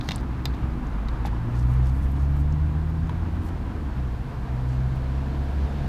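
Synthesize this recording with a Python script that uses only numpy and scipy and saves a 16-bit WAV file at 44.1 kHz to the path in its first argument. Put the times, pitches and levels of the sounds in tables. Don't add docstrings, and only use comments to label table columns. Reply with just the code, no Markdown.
import sys
import numpy as np
from scipy import signal
from scipy.fft import rfft, irfft
from scipy.io import wavfile
from scipy.ndimage import uniform_filter1d

SR = 44100
rng = np.random.default_rng(int(sys.argv[2]) if len(sys.argv) > 2 else 0)


def pcm_store(signal):
    levels = np.round(np.clip(np.atleast_2d(signal), -1, 1) * 32767)
    wavfile.write(sys.argv[1], SR, levels.astype(np.int16).T)


N = 259308
TIME = np.arange(N) / SR
FREQS = np.fft.rfftfreq(N, 1 / SR)
CLICK_TIME = np.arange(4096) / SR


def amp(db):
    return 10 ** (np.asarray(db) / 20)


def unit(x):
    return x / np.sqrt(np.mean(x ** 2) + 1e-20)


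def peaking(x, db):
    return amp(db) * x / abs(signal.hilbert(x)).max()


def curves(rows):
    seconds, *columns = np.transpose(rows)
    return [np.interp(TIME, seconds, column) for column in columns]


def add(mix, start_s, sound):
    part = mix[max(round(start_s * SR), 0):][:len(sound)]
    part += sound[:len(part)]


def colour(x, points):
    hz, db = np.transpose(points)
    freqs = np.fft.rfftfreq(len(x), 1 / SR)
    gain = amp(np.interp(np.log(freqs + 1), np.log(hz), db))
    return irfft(rfft(x) * gain, len(x))


def noise(points):
    return unit(colour(rng.standard_normal(N), points))


def drift(rate_hz):
    smooth = np.exp(-(FREQS / rate_hz) ** 2)
    return unit(irfft(rfft(rng.standard_normal(N)) * smooth, N))


def bell(hz, centre_hz, octaves):
    return np.exp(-.5 * (np.log2((hz + 1) / centre_hz) / octaves) ** 2)


def band(x, centre_hz, octaves):
    size = 2 * len(x)
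    gain = bell(np.fft.rfftfreq(size, 1 / SR), centre_hz, octaves)
    return irfft(rfft(x, size) * gain)[:len(x)]


def burst(decay_s, rise_s=0.0001):
    envelope = (1 - np.exp(-CLICK_TIME / rise_s)) * np.exp(-CLICK_TIME / decay_s)
    return rng.standard_normal(len(CLICK_TIME)) * envelope


def ring(modes, t, bright_hz, octaves, scatter=0.0046):
    hz, db, t60 = np.transpose(modes)[:, :, None]
    detune, place = rng.standard_normal((2, len(modes), 1))
    size = np.sign(place) * bell(hz, bright_hz, octaves)
    decay = amp(db - 60 * t / t60)
    return (size * decay * np.sin(2 * np.pi * hz * (1 + scatter * detune) * t)).sum(0)


# (frequency [Hz], relative density [dB per Hz])
MIC_HISS_SPECTRUM = [(1000, 2.5), (7000, 4), (10500, 3), (13000, 2), (15500, -2.5)]


def mic_hiss(level_db=-67.5):
    return noise(MIC_HISS_SPECTRUM) * amp(level_db)


# (frequency [Hz], relative density [dB per Hz])
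DISTANT_SPECTRUM = [(150, 5), (350, -7), (490, 2.5), (590, -2), (700, 2), (1020, 3), (1400, -2),
                    (1680, -4.5), (1900, -8), (2400, -11.5), (3200, -17.5), (4400, -22.5), (7000, -33),
                    (16000, -57)]
# (time [s], level [dB])
DISTANT_LEVEL = [(0, -42), (1.15, -41.5), (2.0, -43), (2.8, -45), (3.2, -43), (4.3, -45), (5.88, -45.5)]


def distant_tyres(flutter_db=0.83):
    return noise(DISTANT_SPECTRUM) * amp(curves(DISTANT_LEVEL)[0] + flutter_db * drift(22))


# (frequency [Hz], relative density [dB per Hz])
NEAR_SPECTRUM = [(200, -12), (450, 4), (590, -3), (700, 4), (830, -6.5), (980, -1.5), (1180, -15.5),
                 (1620, -6), (1900, -13.5), (2900, -17.5), (4100, -20), (5500, -26.5), (9000, -37),
                 (16000, -45)]


def near_tyres(reference_db=-54.5, start_m=88.6, aside_m=10.5, approach_m_per_s=12.47):
    distance_m = np.hypot(aside_m, start_m - approach_m_per_s * TIME)
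    return noise(NEAR_SPECTRUM) * amp(reference_db) * start_m / distance_m


# (time [s], firing rate [Hz])
FIRING_RATE = [(0, 70.4), (0.45, 62.7), (0.68, 63.17), (0.84, 50.9), (1.33, 56.66), (2.03, 66.83),
               (3.35, 85.16), (3.55, 84.7), (4.15, 58.15), (4.33, 64.76), (4.62, 62.4), (5.88, 71.7)]


def firing_turns():
    return np.cumsum(curves(FIRING_RATE)[0]) / SR


# (frequency [Hz], relative density [dB per Hz])
RUMBLE_SPECTRUM = [(12, -25), (24, -4.5), (34, -8), (52, 2), (70, 1), (95, -4.5), (135, -1.5), (170, -9),
                   (205, -9.5), (245, -6.5), (275, -11.5), (315, -11), (400, -22.5), (2000, -97)]
# (time [s], gain of deep rumble [dB], gain of body drone [dB])
RUMBLE_LOAD = [(0, -28, -31), (0.65, -28, -29.6), (1.3, -29.8, -31.5), (2.6, -27, -33), (3.7, -30, -30.3),
               (4.2, -30, -34.5), (4.7, -32, -35), (5.4, -34, -31), (5.88, -29, -33)]


def rumble(turns, split_hz=110, throb=0.27):
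    deep_db, drone_db = curves(RUMBLE_LOAD)
    gas = noise(RUMBLE_SPECTRUM)
    low = irfft(rfft(gas) / (1 + (FREQS / split_hz) ** 4), N)
    throbbing = 1 + throb * np.cos(2 * np.pi * turns)
    return low * amp(deep_db) + (gas - low) * amp(drone_db) * throbbing


# (time [s], firing tone [dB], its octave [dB])
HUM_LEVELS = [(0.0, -38, -35), (0.39, -35, -51), (0.52, -29, -46), (0.79, -29.5, -46), (1.21, -26.5, -34.5),
              (1.43, -32, -29.5), (1.73, -21.2, -23), (2.04, -24, -32.5), (2.34, -22.5, -28),
              (2.99, -28, -31.2), (3.4, -29, -41.5), (3.67, -35, -43), (4.06, -28.5, -32),
              (4.21, -33.5, -40), (4.7, -28.5, -27), (5.52, -27, -35), (5.6, -23, -36.5),
              (5.88, -32.5, -35.3)]
USUAL_HUM_DB = -27


def effort():
    first, second = map(amp, curves(HUM_LEVELS))
    smoothed = uniform_filter1d(np.hypot(first, second), size=22000)
    return 20 * np.log10(smoothed) - USUAL_HUM_DB


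# (multiple of firing rate [1], mean level against the hum [dB])
WEAK_ORDERS = [(0.5, -12.5), (1.5, -41), (3, -20), (3.5, -31), (4, -24)]


def hum(turns, firing_db=0.58, octave_db=1.06, buried_db=-38.5, rough=0.35, waver_db=0.42, order_share=0.45):
    first, second = (amp(db + waver_db * drift(7.5)) for db in curves(HUM_LEVELS))
    angle = 2 * np.pi * (turns + .006 * drift(12))

    def clear(level):
        return level ** 2 / np.hypot(level, amp(buried_db))

    tones = -amp(firing_db) * clear(first) * np.cos(angle)
    tones -= amp(octave_db) * clear(second) * np.cos(2 * angle)
    strength = amp(USUAL_HUM_DB + order_share * effort())
    for multiple, db in WEAK_ORDERS:
        level = amp(db) * strength * (1 + rough * drift(9.9))
        tones += level * np.cos(multiple * angle + 2 * np.pi * rng.random())
    return np.sqrt(2) * tones


# (middle [s], length [s], level [dB], brightness [Hz], spread [octaves])
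SCRAPES_AND_RUBS = [(0.11, 0.22, -51, 4300, 0.37), (0.088, 0.15, -61, 8500, 0.64),
                    (1.265, 0.047, -39, 1010, 1.46), (1.579, 0.13, -55.5, 4200, 0.84),
                    (1.71, 0.12, -64, 7500, 1), (1.864, 0.11, -58.5, 4170, 0.99),
                    (2.034, 0.044, -61, 6930, 1), (2.207, .16, -63.5, 4500, 0.84),
                    (2.39, 0.095, -60.5, 7000, 1.3), (3.459, 0.12, -60, 5900, 1.6),
                    (4.72, 0.12, -58.5, 4000, 0.8)]


def rubs(grain_db=4, clump_db=2):
    out = np.zeros(N)
    slips = unit(amp(grain_db * drift(740) + clump_db * drift(50)))
    for middle_s, length_s, level_db, bright_hz, octaves in SCRAPES_AND_RUBS:
        n = int(length_s * SR)
        hiss = unit(band(rng.standard_normal(n), bright_hz, octaves))
        add(out, middle_s - length_s / 2, amp(level_db) * hiss * np.hanning(n) ** .5)
    return out * slips


def thread(from_s=1.42, to_s=2.4, level_db=-69, bright_hz=10000, octaves=1.7, grain_db=0.5, fits_db=3):
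    out, n = np.zeros(N), int((to_s - from_s) * SR)
    fits = amp(fits_db * drift(16) + grain_db * drift(700))[:n]
    hiss = band(rng.standard_normal(n), bright_hz, octaves) * fits
    add(out, from_s, amp(level_db) * unit(hiss * np.hanning(n) ** 0.19))
    return out


# (time [s], peak level [dB], centre pitch [Hz], spread [octaves])
SCREW_TICKS = [(0.1594, -26.5, 8650, 0.33), (0.87, -48, 6400, 0.21), (1.2647, -39, 12000, .25),
               (2.118, -44, 11000, .6), (2.5232, -46, 5920, 0.17), (2.9000, -53, 12980, 0.32),
               (3.0725, -49, 5620, 0.26), (4.958, -49, 11000, .5)]


def ticks(decay_s=0.0021):
    out = np.zeros(N)
    for s, level_db, hz, octaves in SCREW_TICKS:
        add(out, s, peaking(band(burst(decay_s), hz, octaves), level_db))
    return out


# (frequency [Hz], relative level [dB], t60 [s])
BUMPER_MODES = [(178, 0, 0.18), (745, -11, 0.051), (805, 2, 0.022), (979, -6.5, 0.057), (980, -14, 0.013),
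                (1460, 8, 0.024)]
# (time [s], peak level [dB], centre pitch [Hz])
BUMPER_KNOCKS = [(0.0890, -20, 355), (0.1095, -25, 850), (0.4570, -30, 750), (1.0852, -31.5, 1000),
                 (1.2510, -20, 840), (1.2700, -27.5, 910), (1.33, -29.5, 940), (3.0950, -25.5, 1050)]


def knocks(soft_s=0.00027, thud_db=-8, thud_s=0.0012, thud_octaves=0.71):
    out = np.zeros(N)
    for s, level_db, hz in BUMPER_KNOCKS:
        panel = ring(BUMPER_MODES, CLICK_TIME, hz, octaves=0.19)
        panel = panel * (1 - np.exp(-CLICK_TIME / soft_s))
        thud = unit(band(burst(thud_s), hz, thud_octaves))
        add(out, s, peaking(unit(panel) + amp(thud_db) * thud, level_db))
    return out


# (frequency [Hz], relative gain [dB])
CRACK_SPECTRUM = [(500, 15), (1400, -5), (2000, -1.5), (3000, -7), (3800, -1.5), (5200, -7), (6000, -6),
                  (7500, -7.5), (9600, -20), (12300, -5), (16000, -3)]
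# (frequency [Hz], relative level [dB], t60 [s])
TOOL_MODES = [(1220, -7, .015), (1720, -1, .015), (1990, 7.5, 0.011), (2420, -7, 0.015), (2800, 2, 0.019),
              (3350, 0, 0.032), (3670, 5, 0.034), (4030, 8, 0.018), (4400, -21, 0.28), (4700, -37, 0.39),
              (4960, 0, .02), (5900, -17, 0.011), (7040, -12, 0.006), (7360, -5, 0.011), (9900, -27, 0.007),
              (12900, -18, .01), (13500, -30, .008)]


def contact(level_db, bright_hz, octaves=0.96, full_scale_s=0.00068, doubling_db=11.5):
    force = burst(full_scale_s * 2 ** (-level_db / doubling_db))
    crack = colour(band(force, bright_hz, octaves), CRACK_SPECTRUM)
    ringing = ring(TOOL_MODES, CLICK_TIME, bright_hz, octaves)
    return peaking(unit(crack) + unit(ringing), level_db)


# (time [s], peak level of first contact [dB], its brightness [Hz])
TOOL_CLICKS = [(0.0100, -28.5, 2400), (0.0886, -15, 3170), (0.109, -19.5, 2500), (0.1175, -20.5, 2700),
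               (0.4553, -14.5, 4140), (0.5385, -40, 2400), (1.0851, -33, 3130), (1.257, -32, 3900),
               (1.2670, -39, 2400), (3.0940, -39, 2990)]


def clicks(rebound_s=0.0024, rebound_db=-10, dulling=0.61):
    out = np.zeros(N)
    for s, level_db, bright_hz in TOOL_CLICKS:
        add(out, s, contact(level_db, bright_hz))
        add(out, s + rebound_s, contact(level_db + rebound_db, bright_hz * dulling))
    return out


def driveway(x, echo_db=-17, t60=0.16, dull_hz=7000):
    t = np.arange(SR // 4) / SR
    sparse = (rng.random(len(t)) < .08) * (t > .003)
    taps = rng.standard_normal(len(t)) * sparse * amp(-60 * t / t60)
    echo = signal.fftconvolve(x, taps / np.linalg.norm(taps))[:N]
    dulled = irfft(rfft(echo) / np.hypot(1, (FREQS / dull_hz) ** 2), N)
    return x + amp(echo_db) * dulled


def scene():
    turns = firing_turns()
    background = mic_hiss() + distant_tyres() + near_tyres()
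    handwork = rubs() + thread() + ticks() + knocks() + clicks()
    return (background + rumble(turns) + hum(turns) + driveway(handwork))[None]


def record(dry, edge_hz=15400):
    low_pass = signal.firwin(401, edge_hz, window=("kaiser", 9), fs=SR)
    return signal.oaconvolve(dry, low_pass[None], "same")


dry = scene()
out = record(dry)
pcm_store(out)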